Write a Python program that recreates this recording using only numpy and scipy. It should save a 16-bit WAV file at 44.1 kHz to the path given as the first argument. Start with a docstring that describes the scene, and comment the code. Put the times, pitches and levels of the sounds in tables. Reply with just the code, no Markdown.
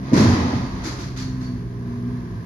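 """A small diesel digger, off to the left in a forest clearing, drops a heavy log onto brush.
The log thuds, bounces and settles; branches crush and then snap one by one, and the trunks around scatter it all.
The engine runs on, sagging as the hydraulic pump takes up load; another idles further off."""
import sys
import numpy as np
from scipy import signal
from scipy.fft import rfft, irfft, next_fast_len
from scipy.io import wavfile
from scipy.ndimage import uniform_filter1d

SR = 44100
rng = np.random.default_rng(int(sys.argv[2]) if len(sys.argv) > 2 else 0)


def to_wav(sig):
    """Store sig (one row per channel, or 1-D mono) as 16-bit WAV at the path in sys.argv[1].

    Samples outside -1..1 are clipped; the rate is SR.
    """
    pcm = np.clip(np.atleast_2d(sig), -1, 1) * 32767
    pcm = np.round(pcm).astype(np.int16)
    wavfile.write(sys.argv[1], SR, pcm.T)  # frames by channels


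N = 108045

# engine speed (s, firings per s)
SPEED = [(0, 65.6), (.55, 66.7), (.8, 63.3), (1.05, 63.5), (1.2, 64.6), (1.42, 63.7), (1.56, 61.4), (1.72, 60), (1.95, 59.8), (2.15, 61), (2.32, 58.5), (2.45, 57)]
# exhaust tones (multiple of the firing rate, dB)
EXHAUST = [(1, -42.5), (3, -37.5)]
# level of the second and fourth exhaust tones (s, dB, dB)
BOOM = [(0, -34.5, -36.5), (.6, -34.5, -32), (.82, -40.5, -38), (1.06, -32.5, -48), (1.2, -36.5, -33.5), (1.4, -30, -32), (1.55, -36, -31), (1.72, -33, -47.5), (1.9, -34.5, -31), (2.18, -31, -29.5), (2.29, -41, -38), (2.45, -37, -51)]
# hydraulic pump whine (s, dB)
PUMP = [(0, -68), (1.35, -68), (1.6, -47), (2.1, -45), (2.26, -53.5), (2.45, -49.5)]
PUMP_ORDER = 20 / 3  # fixed
# soft rumble of the exhaust, and the clatter of the block (Hz, dB per Hz)
RUMBLE = [(20, -5), (50, -2.5), (80, -2), (110, -4), (145, 1), (190, 2.5), (260, -1.5), (340, -2), (450, -13.5), (700, -27), (1500, -43)]
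CLATTER = [(200, 1), (450, -1.5), (580, -13.5), (670, 7.5), (780, -6.5), (1030, 5.5), (1400, -8.5), (1600, 0.5), (2000, -5.5), (2900, -16), (4500, -15.5), (6500, -19), (11000, -19), (14000, -16.5)]
# tones of the far engine (multiple of its firing rate, dB)
IDLE = [(1, -45.5), (2, -46), (3, -49)]
IDLE_HZ = 51.26
# the log's blows (s, log dB, ground dB, pitch ratio of the spot that strikes)
BLOWS = [(.117, -7.5, -27.5, 1.015), (.140, -15.5, -15.5, 1.1), (.158, -15, -16, 1.18), (.198, -9.5, -19.5, .92), (.240, -10.5, -11.5, 1.02), (.285, -17, -19.5, 1.05), (.328, -22, -16, 1), (.375, -22, -28.5, 1.03), (0.441, -20, -28, .98), (0.516, -21.5, -17, 1), (0.621, -33.5, -22.5, 1.08), (.978, -30.5, -27, 1.15)]
# boom that the clearing returns (Hz, dB per Hz)
THUD_ECHO = [(30, -35.5), (60, -21), (85, 1), (150, -4.5), (240, 4), (330, -9.5), (430, -17.5), (550, -21.5), (800, -48.5), (2000, -58)]
SINK_S, THUD_BUILD_S = 0.0052, 0.013  # the log sinks into the brush; the boom builds up
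# modes of the ground and of the log (Hz, dB, t60 s)
GROUND_MODES = [(88.8, -11.5, 0.51), (114.3, -3.5, 0.28)]
LOG_MODES = [(183.4, -9.5, 0.36), (239.2, 3, 0.16), (287.7, -5, 0.16), (332.5, -10, 0.22), (404, -21, 0.13), (519.3, -19, 0.21), (633.5, -22.5, 0.17)]
THUD_DB, THUD_ECHO_DB, THUD_T60_S = 2.5, -7, 0.92
# breaking branches (s, dB, level of the woody body dB)
SNAPS = [(0.132, -14.5, 8.5), (.165, -12, -2), (.222, -21, 0.5), (0.288, -21.5, 7.5), (0.619, -34, -9), (0.743, -37.5, -8.5), (.836, -16.5, -2), (0.987, -23.5, -25), (1.162, -20.5, -23), (1.406, -32, -19)]
# sharp crack and woody body of a snap (Hz, dB per Hz)
CRACK = [(300, -23.5), (1200, 5.5), (2000, 3), (2900, -2), (4400, 2.5), (6200, 0.5), (8000, 1.5), (11000, -10.5), (13000, -10.5), (16000, -15)]
WOOD = [(100, -16), (300, 20.5), (520, 7), (780, 0), (1030, 10), (1400, -14), (1900, -1.5), (2900, -6), (6000, -38), (14000, -43)]
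SNAP_DB, SPLINTER_S, SPLINTERS_PER_S = 22, 0.042, 1800
# weight of the log on the brush (s, dB)
CRUSH = [(0, -41), (.05, -37.5), (.115, -37.5), (.15, -22.5), (.24, -25), (.33, -27), (.43, -30), (.53, -31.5), (.63, -40), (.72, -38.5), (.9, -39), (1.05, -49.5), (1.15, -53), (1.5, -61.5), (2.45, -76.5)]
BRUSH = [(150, -12), (350, 1.5), (520, 1), (780, -3.5), (1030, 1.5), (1400, -7), (2000, -5.5), (2900, -16), (4500, -14.5), (6500, -19), (11000, -30), (15000, -45)]
TWIGS_PER_S = 900
# thin metallic rings as the log shifts (s, Hz, dB)
RING_SWELL_S, RING_T60_S = 0.026, 0.52
# colour of the two microphones (Hz, left dB, right dB)
MICS = [(20.5, -3.5, -10.5), (101, 2.04, 5), (194, 0.34, -0.9), (716, -0.5, 5), (2320, 1, -0.5), (4300, -0.5, 3.5), (5180, 0.5, 2.5), (6330, 5, -7.5), (7300, -6.5, -13), (7830, -11.5, -30), (8740, -27, -35), (10000, -2.5, -22), (10730, 2, -9), (12400, -10.5, -27), (14500, -21, -13)]
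PORT_LAG_S = 0.00036
TOP_HZ = 14500  # fixed
RUMBLE_DB, RUMBLE_PULSE, CLATTER_DB, CLATTER_PULSE = -36.5, 0.35, -45.5, 0.049
RINGS = [(0.594, 4520, -47.5), (0.999, 4550, -52), (1.18, 4443, -44), (1.415, 4480, -50)]
FOREST_T60_S, FOREST_BUILD_S, FOREST_HOLD_S, FOREST_GRAIN, DIRECT_DB = 0.53, 0.0046, 0.05, 0.53, -11
SHARED_HZ = 550  # below this the two close microphones hear the same wave


def undb(db):
    return 10 ** (np.asarray(db) / 20)


def unit(x):
    return x / np.sqrt(np.mean(x ** 2))


def curve(table, axis=1):
    """A column of a table, joined by straight lines in time."""
    rows = np.array(table, float)
    return np.interp(np.arange(N) / SR, rows[:, 0], rows[:, axis])


def colour(x, table, axis=1):
    """Causal filter through (Hz, dB) points."""
    rows, size = np.array(table, float), next_fast_len(2 * N)
    size += size % 2
    hz = np.maximum(np.arange(size // 2 + 1) * SR / size, 1)
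    cep = irfft(np.log(undb(np.interp(np.log(hz), np.log(rows[:, 0]), rows[:, axis]))))
    cep[1:size // 2] *= 2
    cep[size // 2 + 1:] = 0
    return irfft(rfft(x, size) * np.exp(rfft(cep)))[..., :N]


def convolve(x, response):
    return signal.fftconvolve(np.atleast_2d(x), np.atleast_2d(response), axes=1)[:, :N]


def walk(rate):
    """Smooth random wander with a spread near 1."""
    k = int(SR / rate)
    return unit(uniform_filter1d(uniform_filter1d(np.repeat(rng.standard_normal(N // k + 1), k), k), k)[:N])


def from_left(x):
    """The sound reaches the right microphone a little later."""
    t = np.arange(N) / SR
    return np.array([x, np.interp(t - PORT_LAG_S, t, x, left=0)])


def echoes(t60, channels=2):
    """Countless reflections from trunks that build up, hold and die away; unit energy."""
    t = np.arange(N) / SR
    tail = rng.standard_normal((channels, N)) * np.exp(FOREST_GRAIN * rng.standard_normal((channels, N)))
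    return unit(tail * (1 - np.exp(-t / FOREST_BUILD_S)) * undb(-60 * np.maximum(t - FOREST_HOLD_S, 0) / t60)) / np.sqrt(N)


def forest(x):
    """A weak direct path and the scatter from the trees."""
    return undb(DIRECT_DB) * from_left(x) + convolve(x, echoes(FOREST_T60_S))


def clicks(rate, spread_db):
    """Random fractures of uneven size; rms 1."""
    return unit((rng.random(N) < rate / SR) * rng.choice([-1, 1], N) * undb(spread_db * np.clip(rng.standard_normal(N), -2, 2)))


def digger():
    """Exhaust tones, soft puffs of gas, pump whine and clatter that pulses with each firing."""
    turns = np.cumsum(curve(SPEED) * (1 + 0.0031 * walk(19.94))) / SR
    tone = lambda k, db: np.sqrt(2) * undb(db + 1.5 * walk(22)) * np.sin(2 * np.pi * (k * turns + rng.random()))
    tones = sum(tone(k, db) for k, db in EXHAUST) + tone(2, curve(BOOM)) + tone(2 * 2, curve(BOOM, axis=2)) + tone(PUMP_ORDER, curve(PUMP))
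    firings = (1 + RUMBLE_PULSE * np.cos(2 * np.pi * turns)) * rng.standard_normal(N)
    rumble = undb(RUMBLE_DB) * unit(colour(firings, RUMBLE))
    hiss = rng.standard_normal((2, N)) + 0.31 * from_left(rng.standard_normal(N))
    clatter = unit(colour(hiss * (1 + CLATTER_PULSE * np.cos(2 * np.pi * turns)), CLATTER)) * undb(CLATTER_DB + 1.1 * walk(13.5))
    return from_left(tones + rumble) + clatter


def log_thud():
    """Each blow swells into the modes of log and ground; the clearing answers with a dense boom."""
    t, thud, power = np.arange(N) / SR, np.zeros(N), np.zeros(N)
    for start, log_db, ground_db, pitch in BLOWS:
        age = np.maximum(t - start, 0)
        swell = 1 - np.exp(-(age / SINK_S) ** 2)
        for modes, blow_db in ((LOG_MODES, log_db), (GROUND_MODES, ground_db)):
            thud += swell * sum(undb(blow_db + db - 60 * age / t60) * np.sin(2 * np.pi * hz * pitch * age) for hz, db, t60 in modes)
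        power += (undb(log_db - 60 * age / THUD_T60_S) * (1 - np.exp(-age / THUD_BUILD_S))) ** 2
    scatter = from_left(rng.standard_normal(N)) + undb(-28.5) * rng.standard_normal((2, N))
    boom = np.sqrt(power) * unit(colour(scatter, THUD_ECHO))
    return undb(THUD_DB) * from_left(thud) + undb(THUD_ECHO_DB) * boom


def branches():
    """Each snap is a short run of splintering fibres and its scatter from the trees, with a sharp crack and a woody body."""
    t, crack, body = np.arange(N) / SR, np.zeros((2, N)), np.zeros((2, N))
    fibres = clicks(SPLINTERS_PER_S, spread_db=7)
    for start, db, body_db in SNAPS:
        splinters = unit(fibres * (t >= start) * np.exp(-np.abs(t - start) / SPLINTER_S)) / np.sqrt(N)
        scatter = np.roll(echoes(FOREST_T60_S), int(start * SR), axis=1) * (t >= start)
        burst = undb(db + SNAP_DB) * (undb(DIRECT_DB) * from_left(splinters) + scatter)
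        crack, body = crack + burst, body + undb(body_db) * burst
    return colour(crack, CRACK) + colour(body, WOOD)


def brush():
    """Twigs and bark crackle under the weight of the log."""
    return forest(unit(colour(clicks(TWIGS_PER_S, spread_db=5.0), BRUSH)) * undb(curve(CRUSH)))


def metal_ring():
    """Faint high rings, perhaps from the grapple, that swell and flutter among the trees."""
    t, out = np.arange(N) / SR, np.zeros((2, N))
    for start, hz, db in RINGS:
        age = np.maximum(t - start, 0)
        ring = (1 - np.exp(-age / RING_SWELL_S)) * undb(db - 60 * np.maximum(age - FOREST_HOLD_S, 0) / RING_T60_S)
        out += [ring * undb(2.5 * walk(120)) * np.sin(2 * np.pi * hz * age + 0.98 * walk(130)) for _ in range(2)]
    return out


def far_engine():
    """A second engine idles further off and beats against the first."""
    turns = np.cumsum(IDLE_HZ * (1 + 0.0055 * walk(7.5))) / SR
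    tones = [np.sqrt(2) * undb(db + 4.2 * walk(9.97)) * np.sin(2 * np.pi * (k * turns + rng.random())) for k, db in IDLE]
    return from_left(sum(tones))


def close_pair(x):
    """Long waves reach both microphones alike; short ones differ."""
    low = signal.sosfiltfilt(signal.butter(2, SHARED_HZ, fs=SR, output="sos"), x)
    return x - low + from_left(low[0])


def scene():
    """Engines, log and brush together."""
    return close_pair(digger() + branches() + brush()) + far_engine() + log_thud() + metal_ring()


def record(dry):
    """Each microphone has its own colour; the top is cut."""
    heard = np.array([colour(dry[0], MICS), colour(dry[1], MICS, axis=2)])
    return signal.sosfilt(signal.ellip(8, .2, 70, TOP_HZ, fs=SR, output="sos"), heard)  # fixed


dry = scene()
out = record(dry)
to_wav(out)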